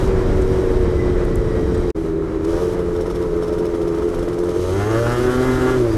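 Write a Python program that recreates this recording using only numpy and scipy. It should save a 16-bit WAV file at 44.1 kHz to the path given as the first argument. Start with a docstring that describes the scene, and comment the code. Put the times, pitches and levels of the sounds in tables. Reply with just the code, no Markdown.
"""A single-cylinder scooter, heard close from a microphone on the rider's helmet, on a damp street.
Its firings hum through the exhaust pipe while wind buffets the microphone and the tyres roar below.
It coasts with whining gears, the sound breaks off at a brief cut, then it chugs round a bend with the
slack clutch rattling. It pulls away with the air box growling; the throttle shuts just before the end."""
import sys
import numpy as np
from scipy import signal
from scipy.fft import rfft, irfft, next_fast_len
from scipy.io import wavfile
from scipy.ndimage import map_coordinates

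SR = 44100
rng = np.random.default_rng(int(sys.argv[2]) if len(sys.argv) > 2 else 0)


def master_out(mix):
    """Clip the mix to full scale and print it as 16-bit PCM to the path in sys.argv[1]."""
    frames = np.transpose(np.atleast_2d(mix))
    ceiling = np.clip(frames, -1, 1)
    pcm = np.round(ceiling * 32767).astype(np.int16)
    wavfile.write(sys.argv[1], SR, pcm)


N = 263277

# Engine speed. Each row: time in seconds, firings a second.
FIRING_RATE = [(0.0, 94.8), (0.53, 93.7), (0.93, 90.0), (1.38, 88.9), (1.51, 87.4), (1.84, 89.5),
               (1.89, 87.5), (1.96, 80.5), (2.01, 81.1), (2.43, 79.8), (2.63, 89.6), (2.89, 86.5),
               (3.16, 88.7), (3.39, 85.4), (3.62, 86.5), (3.92, 84.3), (4.07, 86.0), (4.54, 88.0),
               (4.69, 91.7), (4.9, 109.0), (4.99, 115.7), (5.15, 121.8), (5.47, 128.2), (5.61, 127.6),
               (5.72, 128.6), (5.78, 127.5), (5.83, 119.0), (5.92, 109.4), (5.97, 108.0)]
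# The rider's throttle. Each row: time in seconds, opening (1 is pulling hard).
THROTTLE_OPENING = [(0, 0.088), (2.44, 0.023), (2.57, 0.35), (2.72, 0.14), (4.4, 0.13), (4.68, 0.26),
                    (4.82, 0.68), (4.89, 0.55), (4.95, 0.86), (5.02, 0.52), (5.11, 1.0), (5.2, 0.8),
                    (5.65, .84), (5.75, 0.73), (5.79, 0.21), (5.97, 0.084)]
# Speed over the road. Each row: time in seconds, relative speed (about 1 as it rolls in).
ROAD_SPEED = [(0, 1.19), (.65, 0.91), (1.3, 0.65), (1.85, 0.69), (2.0, 0.36), (2.42, 0.44), (2.6, 0.46),
              (3.9, 0.39), (4.9, 0.4), (5.97, 0.9)]

# What the pipe passes, throttle shut and throttle open. Each row: frequency in Hz, gain in dB.
PIPE_SHUT_GAIN = [(160, -40.5), (176, -40), (190, -41.5), (255, -45), (285, -45.5), (320, -23.5),
                  (352, -25.5), (368, -23), (400, -22), (435, -21.5), (475, -26.5), (600, -37)]
PIPE_OPEN_GAIN = [(200, -38), (230, -42), (253, -28.5), (290, -39), (328, -26), (372, -23.5), (408, -23),
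                  (450, -21.5), (520, -38.5), (575, -20), (640, -36.5)]
# The two firing rates in Hz between which the pipe takes on its open colour, whatever the throttle.
PIPE_OPENING_HZ = [96, 108]
# Dips and swells in the hum. Each row: time in seconds, lift in dB of harmonics 3, 4 and 5.
HUM_SWELLS = [(0, 0, 0, 0), (.5, 0, 2, 0), (1.15, 0, 3, 0), (1.45, 0, -1, 0), (2.0, 0, -1, -1),
              (2.5, 0, -1, -1), (2.7, 0, -2, 0), (3.5, 0, 0, .5), (4.5, 0, 0, 0), (4.64, 0, -5, -1),
              (4.78, 0, 2, -2), (4.86, 0, -3, -2), (4.99, 0, -1, -2), (5.04, -15, 0, 0), (5.1, -12, 0, 0),
              (5.15, 0, 0, 0), (5.75, 0, 0, 0), (5.83, 4.5, -6, -8), (5.97, 1, -9, -5)]
# The low thump at the firing rate. Each row: time in seconds, level in dB.
THUMP_LEVEL = [(0, -36.5), (4.5, -38), (4.62, -26.5), (4.95, -21.5), (5.2, -26.5), (5.97, -24.5)]
# The silencer's resonances. Each row: frequency in Hz, width in Hz, relative level in dB.
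SILENCER_MODES = [(105, 150, -18.5), (274.4, 63, -10), (325.7, 69.6, 0), (398.6, 115.4, -2),
                  (533, 128, -14.5)]
# What a firing rings off the throttle. Each row: frequency in Hz, width in Hz, relative level in dB.
CHUG_MODES = [(517, 51, -1), (630, 62, -7.5), (918, 28, -3), (1323, 126, -7)]

# Inlet overtones, throttle barely open and wide open. Each row: frequency in Hz, relative level in dB.
HONK_SPECTRUM = [(530, 16.5), (615, 9.5), (700, 1.5), (790, 4), (880, 0), (970, 6.5), (1060, -7),
                 (1140, 4.5), (1280, 0), (1450, -7), (1800, -16), (2400, -30)]
GROWL_SPECTRUM = [(480, 8), (600, 0.5), (770, 3), (900, 0), (1020, -5), (1150, 1), (1280, -2), (1410, 5),
                  (1540, -5), (1680, -4), (1790, -6), (1920, -15), (2060, -2), (2250, -17), (2950, -15),
                  (3600, -22)]
# The two throttle openings between which the honk gives way to the growl.
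HONK_TO_GROWL = [.3, .65]
# Air rasping in the inlet. Each row: frequency in Hz, relative noise density in dB.
RASP_SPECTRUM = [(400, -29), (600, -8), (800, -7), (1150, 4.5), (1450, 4.5), (1900, -1.5), (2350, -24),
                 (3100, -15), (8000, -44)]
# The air box's resonances. Each row: frequency in Hz, width in Hz, relative level in dB.
AIRBOX_MODES = [(1210, 230, -1.5), (1460, 50, -4.5), (1684, 45, -0.5), (2034, 61, -3)]

# The drive's hiss. Each row: time in seconds, level in dB.
HISS_LEVEL = [(0, -42), (.11, -49), (.17, -50.5), (.6, -48), (1.0, -52.5), (1.9, -51.5), (2.03, -51),
              (2.17, -58), (2.42, -56), (2.5, -44), (2.66, -44.5), (2.8, -51.5), (4.4, -51), (4.6, -43.5),
              (5.1, -40), (5.72, -41), (5.85, -44)]
# The colour of belt, valve and clutch noise. Each row: frequency in Hz, relative density in dB.
HISS_SPECTRUM = [(1350, -25.5), (2300, -0.5), (2700, -4), (2960, 1), (4280, -4), (5420, -4.5), (7890, -6.5),
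                 (8580, -6), (11100, -10.5), (12600, -12), (14300, -24)]
# The engine covers' resonances. Each row: frequency in Hz, width in Hz, relative level in dB.
COVER_MODES = [(3250, 110, -18), (3900, 75, 5), (4830, 150, 1.5), (5460, 110, 5), (6160, 450, 1.5),
               (7260, 150, -12), (11100, 320, -10)]
# The breeze adding to the airstream or taking from it. Each row: time in seconds, gain in dB.
BREEZE_GAIN = [(0, -2), (.6, -0.5), (1.3, 5), (2.3, 3), (3.0, 2), (4.9, 1.5), (5.97, -7.5)]
# Wind on the microphone, and tyres on the road. Each row: frequency in Hz, relative density in dB.
WIND_SPECTRUM = [(10, -28), (25, 2), (45, -2.5), (75, -3), (135, -10), (170, -12.5), (220, -13.5),
                 (320, -13.5), (500, -27.5), (900, -39), (3000, -99)]
TYRE_SPECTRUM = [(100, -24.5), (220, -7), (400, 3), (560, 5.5), (750, -4.5), (1050, -3.5), (1400, -8),
                 (2100, -13), (2700, -22), (5000, -29), (8000, -34.5), (12000, -60)]
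# The brake disc's resonances. Each row: frequency in Hz, width in Hz, relative level in dB.
DISC_MODES = [(3150, 100, 3), (3860, 150, 3), (4850, 100, 2), (5560, 170, 0.5), (8380, 70, -1.5),
              (9580, 60, -12)]
# Ticks of loose fittings, and in the last row a squeak of the brake. Each row: peak time in seconds, level in
# dB, pitch in Hz, width in Hz, # half-length in seconds.
TICKS_AND_SQUEAK = [(0.423, -46, 6500, 6000, 0.005), (1.251, -49, 8500, 7000, 0.005),
                    (1.357, -37.5, 11600, 2600, 0.001), (1.358, -39.5, 7600, 2600, 0.0014),
                    (1.749, -46, 6000, 7000, 0.0044), (1.779, -40, 8270, 400, 0.0018),
                    (1.904, -36, 4000, 9000, 0.0012), (2.451, -42, 6000, 7000, 0.004),
                    (5.93, -43.5, 4800, 350, 0.014)]
# The final gears while coasting. Each row: time in seconds, pitch in Hz, relative level in dB.
COASTING_NOTE = [(.78, 2070, -70), (.85, 2060, -47), (.92, 2030, -58), (.96, 2020, -44), (1.0, 2005, -38.5),
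                 (1.04, 2005, -43), (1.09, 1990, -44), (1.12, 1985, -49), (1.16, 1975, -44),
                 (1.23, 1965, -43.5), (1.27, 1960, -49), (1.34, 1960, -41), (1.41, 1960, -49),
                 (1.47, 1970, -45), (1.52, 1900, -44.5), (1.6, 1895, -45.5), (1.7, 1885, -53),
                 (2, 1860, -80)]
# The freewheeling belt. Each row: time in seconds, pitch in Hz, level in dB.
FREEWHEEL_NOTE = [(1.9, 3900, -95), (1.97, 3900, -62), (2.2, 3900, -65), (2.42, 3880, -64),
                  (2.6, 3880, -95)]

# The clutch shoes rubbing on the bell. Each row: time in seconds, level in dB.
BITE_LEVEL = [(2.42, -85), (2.5, -53), (2.66, -51.5), (2.78, -75), (4.8, -75), (4.92, -53), (5.12, -48.5),
              (5.3, -65), (5.97, -75)]
# Bursts of clutch rattle, each with a knock. Each row: start in seconds, gain in dB.
RATTLE_BURSTS = [(2.728, -3.5), (2.79, -3), (2.959, -4.5), (3.006, -0.5), (3.06, -2.5), (3.1, -2),
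                 (3.152, -1), (3.219, -3), (3.361, -9), (3.426, 0.5), (3.476, -3), (3.526, -2.5),
                 (3.583, -0.5), (3.651, -0.5), (3.742, -3), (3.815, -2.5), (3.874, -0.5), (3.945, -4.5),
                 (3.98, -3), (4.022, -2), (4.084, -1.5), (4.142, 2.5), (4.187, 0), (4.226, 0.5), (4.281, 1),
                 (4.328, -1), (4.384, 2), (4.436, 0), (4.488, 1.5)]
# The casing's ring. Each row: frequency in Hz, relative level in dB, seconds to fall by 60 dB.
CASING_MODES = [(400, -24, .05), (535, -24.5, .04), (640, -28, .03), (950, -34, .025), (1290, -31, .02)]
# The clutch's resonances. Each row: frequency in Hz, width in Hz, relative level in dB.
CLUTCH_MODES = [(3540, 260, -0.5), (5410, 210, 0), (6350, 270, -6), (8300, 170, -11), (9430, 150, -6),
                (11300, 300, -10)]
# How freely the clutch rings. Each row: time in seconds, relative level in dB.
CLUTCH_RING = [(2.7, -51), (3.0, -47), (3.7, -47.5), (4.1, -54), (4.5, -54)]
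# The drive taking up its slack. Each row: start in seconds, gain in dB.
SLACK_CLACKS = [(3.108, -28), (3.626, -28.5), (4.021, -32), (4.192, -36), (4.431, -31)]
# The colour of a clack. Each row: frequency in Hz, relative noise density in dB.
CLACK_SPECTRUM = [(300, -27), (700, 9), (1300, 8), (1900, -17), (3000, -19), (8000, -27), (13000, -35)]

# Belt and pulleys under load. Each row: time in seconds, pitch in Hz, relative level in dB.
BELT_NOTE = [(4.3, 3120, -85), (4.5, 3130, -58), (4.65, 3150, -53.5), (4.8, 3190, -55), (5, 3260, -56),
             (5.4, 3300, -75)]
PULLEY_NOTE = [(4.6, 10800, -80), (4.9, 10950, -59), (5.15, 11050, -58.5), (5.55, 11100, -60),
               (5.8, 11100, -78)]
# Meshing gears. Each row: multiple of the firing rate, level in dB at full throttle.
MESH_ORDERS = [(41, -57), (50, -57), (59, -54), (76, -61)]
# The brief gap at the cut. Each row: time in seconds, gain.
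CUT_GAIN = [(1.906, 1), (1.916, .001), (1.946, .001), (1.968, 1)]


def amp(db):
    """Decibels to gain."""
    return np.exp(np.asarray(db) * (np.log(10) / 20))


def unit(x):
    """Scale to rms 1."""
    return x / np.sqrt(np.mean(x ** 2) + 1e-20)


def curves(rows):
    """One value per sample for each column after the time."""
    times, *columns = np.transpose(rows)
    return [np.interp(np.arange(N) / SR, times, column) for column in columns]


def outline(points, hz):
    """The gain of a (Hz, dB) outline at the given pitch."""
    return amp(np.interp(hz, *np.transpose(points)))


def noise():
    """White noise."""
    return rng.standard_normal(N)


def wobble(rate):
    """A smooth random curve, rate knots a second."""
    at = np.linspace(0, N * rate / SR, 6000)
    coarse = map_coordinates(rng.standard_normal(int(N * rate / SR) + 4), [at])
    return np.interp(np.arange(N) * rate / SR, at, coarse)


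def filtered(x, response):
    """x through a complex frequency response."""
    size = 2 * next_fast_len(N // 2 + SR // 4)
    return irfft(rfft(x, size) * response(np.fft.rfftfreq(size, 1 / SR)), size)[:N]


def coloured(x, points):
    """x through a causal filter with the given (Hz, dB) outline, at rms 1."""
    points_hz, db = np.transpose(points)
    def response(hz):
        cepstrum = irfft(np.log(amp(np.interp(np.log(hz + 1), np.log(points_hz), db))))
        half = len(cepstrum) // 2
        return np.exp(rfft(2 * cepstrum[:half], 2 * half))
    return unit(filtered(x, response))


def resonant(x, modes):
    """x through (Hz, width in Hz, dB) resonances of alternating sign, at rms 1."""
    def response(f):
        return sum((-1) ** k * amp(db) * 1j * f * width / (hz * hz - f * f + 1j * f * width)
                   for k, (hz, width, db) in enumerate(modes))
    return unit(filtered(x, response))


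def singing(hz, jitter_hz):
    """A tone of even strength whose pitch trembles, at rms 1."""
    return np.sqrt(2) * np.sin(2 * np.pi * np.cumsum(hz + jitter_hz * wobble(250)) / SR)


def pulses(cycle, scatter, steady=1):
    """One pulse per firing; its size is a steady part plus a random one."""
    at = np.flatnonzero(np.diff(np.floor(cycle)) > 0)
    train = np.zeros(N)
    train[at] = steady + scatter * rng.standard_normal(1000)[:len(at)]
    return train


def throb(cycle, depth):
    """A gain that swells once per firing."""
    return unit(np.exp(depth * np.cos(2 * np.pi * (cycle - .15))))


def each_firing(cycle):
    """A new random value at every firing, joined by straight lines."""
    values = rng.standard_normal(1000)
    return np.interp(cycle, np.arange(len(values)), values)


def exhaust(cycle, firing_hz, throttle, rolloff_db=3, waver_db=1.5, scatter_db=1.1, load_db=1):
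    """The pipe hums over a low thump; uneven firings and rushing gas ring the silencer."""
    def tone(order):
        # the pipe delays each overtone differently, which rounds off the pulses
        phase = 2 * np.pi * order * (cycle - .2) - .38 * (order - 4) ** 2
        return np.sqrt(2) * amp(waver_db * wobble(22.09)) * np.cos(phase + .43 * wobble(18))
    opening = np.maximum(throttle, np.interp(firing_hz, PIPE_OPENING_HZ, [0, 1]))
    hum = np.zeros(N)
    for order, lift_db in zip((2, 3, 4, 5), [0, *curves(HUM_SWELLS)]):
        hz = order * firing_hz  # each overtone swells as it crosses a resonance of the pipe
        pipe = outline(PIPE_SHUT_GAIN, hz) ** (1 - opening) * outline(PIPE_OPEN_GAIN, hz) ** opening
        hum += pipe * amp(rolloff_db * (4 - order) + lift_db + wobble(5)) * tone(order)
    thump = amp(curves(THUMP_LEVEL)[0]) * tone(.99)
    uneven = amp(-37) * resonant(pulses(cycle, scatter=1, steady=0), SILENCER_MODES)
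    gas = amp(-27.5) * resonant(noise() * throb(cycle, depth=.39), SILENCER_MODES)
    strength = unit(amp(scatter_db * each_firing(cycle)))
    return strength * hum + thump + amp(load_db * throttle) * (uneven + gas)


def intake(cycle, firing_hz, throttle, jitter_cycles=.0055, scatter_db=2, flutter_db=2.8, drift_rad=.75):
    """The inlet honks on a light throttle; wide open, the air box growls, rings and rasps at each gulp."""
    gulp = cycle - .2 + jitter_cycles * each_firing(cycle)
    strength = unit(amp(scatter_db * each_firing(cycle)))
    wide = np.interp(throttle, HONK_TO_GROWL, [0, 1])
    voice = np.zeros(N)
    for order in range(6, 29):
        hz = order * firing_hz
        colour = (1 - wide) * outline(HONK_SPECTRUM, hz) + wide * outline(GROWL_SPECTRUM, hz)
        phase = 2 * np.pi * order * gulp - .38 * (order - 4) ** 2
        # moving air on the way to the helmet makes each overtone flutter and drift
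        voice += colour * amp(-38 + flutter_db * wobble(12)) * np.cos(phase + drift_rad * wobble(6.5))
    rasp = amp(-34) * coloured(noise() * throb(cycle, depth=.21), RASP_SPECTRUM)
    airbox = amp(-38.5) * resonant(pulses(gulp, scatter=.63), AIRBOX_MODES)
    return throttle * (strength * (np.sqrt(2) * voice + rasp) + airbox)


def chug(cycle, throttle, jitter_cycles=.008):
    """Off the throttle, firings of uneven strength and timing make a soft chug."""
    firings = pulses(cycle - .2 + jitter_cycles * each_firing(cycle), scatter=.45)
    return amp(-42) * (1 - throttle) * resonant(firings, CHUG_MODES)


def drivetrain(cycle, throttle, covers_db=-8, click_decay_s=.011, valve_share=.5):
    """Belt hiss, partly ringing in the covers; under load the valves click through it as a fine buzz."""
    pulsing = throb(cycle, depth=.1)
    hiss = coloured(noise() * pulsing, HISS_SPECTRUM)
    covers = amp(covers_db) * resonant(noise() * pulsing, COVER_MODES)
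    t = np.arange(SR // 80) / SR
    click = rng.standard_normal(len(t)) * np.exp(-t / click_decay_s)  # alike at every firing
    valves = coloured(signal.fftconvolve(pulses(cycle, scatter=.092), click)[:N], HISS_SPECTRUM)
    share = valve_share * throttle
    level = amp(curves(HISS_LEVEL)[0] + .94 * wobble(45))
    return level * (np.sqrt(1 - share) * unit(hiss + covers) + np.sqrt(share) * valves)


def wind(speed, power=1.75):
    """Air tumbles right over the microphone, growing steeply with speed and shifting with the breeze."""
    level = amp(-17 + curves(BREEZE_GAIN)[0] + .06 * wobble(21))
    return speed ** power * level * coloured(noise(), WIND_SPECTRUM)


def tyres(speed, power=.88, patch_db=1.17):
    """Below the rider, the tyres roar on patchy asphalt, louder with speed."""
    return speed ** power * amp(-28.5 + patch_db * wobble(22.14)) * coloured(noise(), TYRE_SPECTRUM)


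def brake(cut_s=1.9, fade_s=.05):
    """The brake disc rings faintly through the coasting stretch and stops at the cut."""
    fade = np.clip(1 - (np.arange(N) / SR - cut_s) / fade_s, 0, 1)
    return fade * amp(-53.5 + wobble(14.5)) * resonant(noise(), DISC_MODES)


def fittings():
    """Loose fittings tick, and near the end the brake squeaks once; each is a brief band of noise."""
    t = np.arange(N) / SR
    out = np.zeros(N)
    for peak_s, db, hz, width_hz, half_length_s in TICKS_AND_SQUEAK:
        band = unit(filtered(noise(), lambda f: np.exp(-2 * ((f - hz) / width_hz) ** 2)))
        out += amp(db) * np.exp(-.5 * ((t - peak_s) / half_length_s) ** 2) * band
    return out


def coasting_gears(flutter_db=3.2):
    """As the scooter slows, the final gears sing a thin, falling note."""
    hz, db = curves(COASTING_NOTE)
    return amp(db - 2.5 + flutter_db * wobble(60)) * singing(hz, jitter_hz=32)


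def freewheeling_belt(width_hz=300):
    """While the engine idles the belt sings faintly, a narrow band of noise."""
    hz, db = curves(FREEWHEEL_NOTE)
    phase = 2 * np.pi * np.cumsum(hz) / SR
    return amp(db) * unit(wobble(width_hz) * np.cos(phase) + wobble(width_hz) * np.sin(phase))


def clutch_bite(cycle, bell_hz=5500, width_hz=450):
    """The clutch shoes hiss against the bell as the drive takes up load."""
    rubbing = noise() * throb(cycle, depth=.3)
    return amp(curves(BITE_LEVEL)[0]) * resonant(rubbing, [(bell_hz, width_hz, 0)])


def casing_knocks(scatter_db=1.9):
    """The hard firing that sets off each rattle knocks in the casing."""
    t = np.arange(SR // 16) / SR
    out = np.zeros(N)
    for start_s, burst_db in RATTLE_BURSTS:
        for hz, mode_db, t60 in CASING_MODES:
            db = burst_db + mode_db + rng.normal(0, scatter_db)
            out[round(start_s * SR):][:len(t)] += amp(db - 60 * t / t60) * np.sin(2 * np.pi * hz * t)
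    return out


def clutch_rattle(cycle, rise_s=.0032, bell_hz=5390, bell_db=-2.5):
    """At low load the slack clutch chatters and rings every few firings; now and then the drive clacks."""
    t = np.arange(SR // 8) / SR - .01
    def bursts(rows, decay_s):
        shape = (1 + np.tanh(t / rise_s)) / 2 * np.exp(-.5 * (t / decay_s) ** 2)
        level = np.zeros(N)
        for start_s, db in rows:
            level[round((start_s + t[0]) * SR):][:len(t)] += amp(db) * shape
        return level
    pulsing = throb(cycle, depth=.28)
    ring_db, = curves(CLUTCH_RING)
    chatter = amp(-45.5) * coloured(noise() * pulsing, HISS_SPECTRUM)
    ring = amp(ring_db) * resonant(noise() * pulsing, CLUTCH_MODES)
    bell = amp(ring_db + bell_db) * singing(bell_hz, jitter_hz=70) * throb(cycle, depth=.39)
    return (bursts(RATTLE_BURSTS, decay_s=.015) * (chatter + ring)
            + bursts(RATTLE_BURSTS, decay_s=.017) * bell
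            + bursts(SLACK_CLACKS, decay_s=.0065) * coloured(noise(), CLACK_SPECTRUM))


def loaded_belt(tremble=.015):
    """Under load the drive belt sings a thin note and its octave."""
    hz, db = curves(BELT_NOTE)
    phase = 2 * np.pi * np.cumsum(hz * (1 + tremble * wobble(400))) / SR
    return amp(db + 2 * wobble(20)) * (.7 * np.sin(phase) + 1.4 * np.sin(2 * phase))


def pulleys():
    """The pulleys whistle high and thin as the scooter pulls away."""
    hz, db = curves(PULLEY_NOTE)
    return amp(db) * singing(hz, jitter_hz=130)


def loaded_gears(firing_hz, throttle):
    """Thin gear notes climb with the engine; the flywheel keeps them steadier than the firings."""
    turn = 2 * np.pi * np.cumsum(firing_hz) / SR
    return throttle ** 2 * sum(amp(db + 2.5 * wobble(8)) * np.sin(order * turn + .7 * wobble(120))
                               for order, db in MESH_ORDERS)


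def scene():
    """The mix at the helmet, in mono: revs and throttle drive the engine, road speed wind and tyres."""
    firing_hz, = curves(FIRING_RATE)
    throttle, = curves(THROTTLE_OPENING)
    speed, = curves(ROAD_SPEED)
    # the crank never turns quite evenly, least of all off the throttle
    unevenness = np.interp(throttle, [0, 1], [.0045, .002])
    cycle = np.cumsum(firing_hz * (1 + unevenness * wobble(60))) / SR  # running count of firings
    engine = exhaust(cycle, firing_hz, throttle) + intake(cycle, firing_hz, throttle)
    engine += chug(cycle, throttle) + drivetrain(cycle, throttle)
    clutch = clutch_rattle(cycle) + casing_knocks() + clutch_bite(cycle)
    coasting = coasting_gears() + brake() + freewheeling_belt()
    pulling = loaded_belt() + pulleys() + loaded_gears(firing_hz, throttle)
    return (engine + clutch + coasting + pulling + wind(speed) + tyres(speed) + fittings())[None]


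def record(dry, top_hz=13600):
    """The sound breaks off for an instant at a cut between two stretches of the ride."""
    gain, = curves(CUT_GAIN)
    band_limit = lambda hz: 1 / np.sqrt(1 + (hz / top_hz) ** 70)
    return filtered(dry[0] * gain, band_limit)[None]


dry = scene()
out = record(dry)
master_out(out)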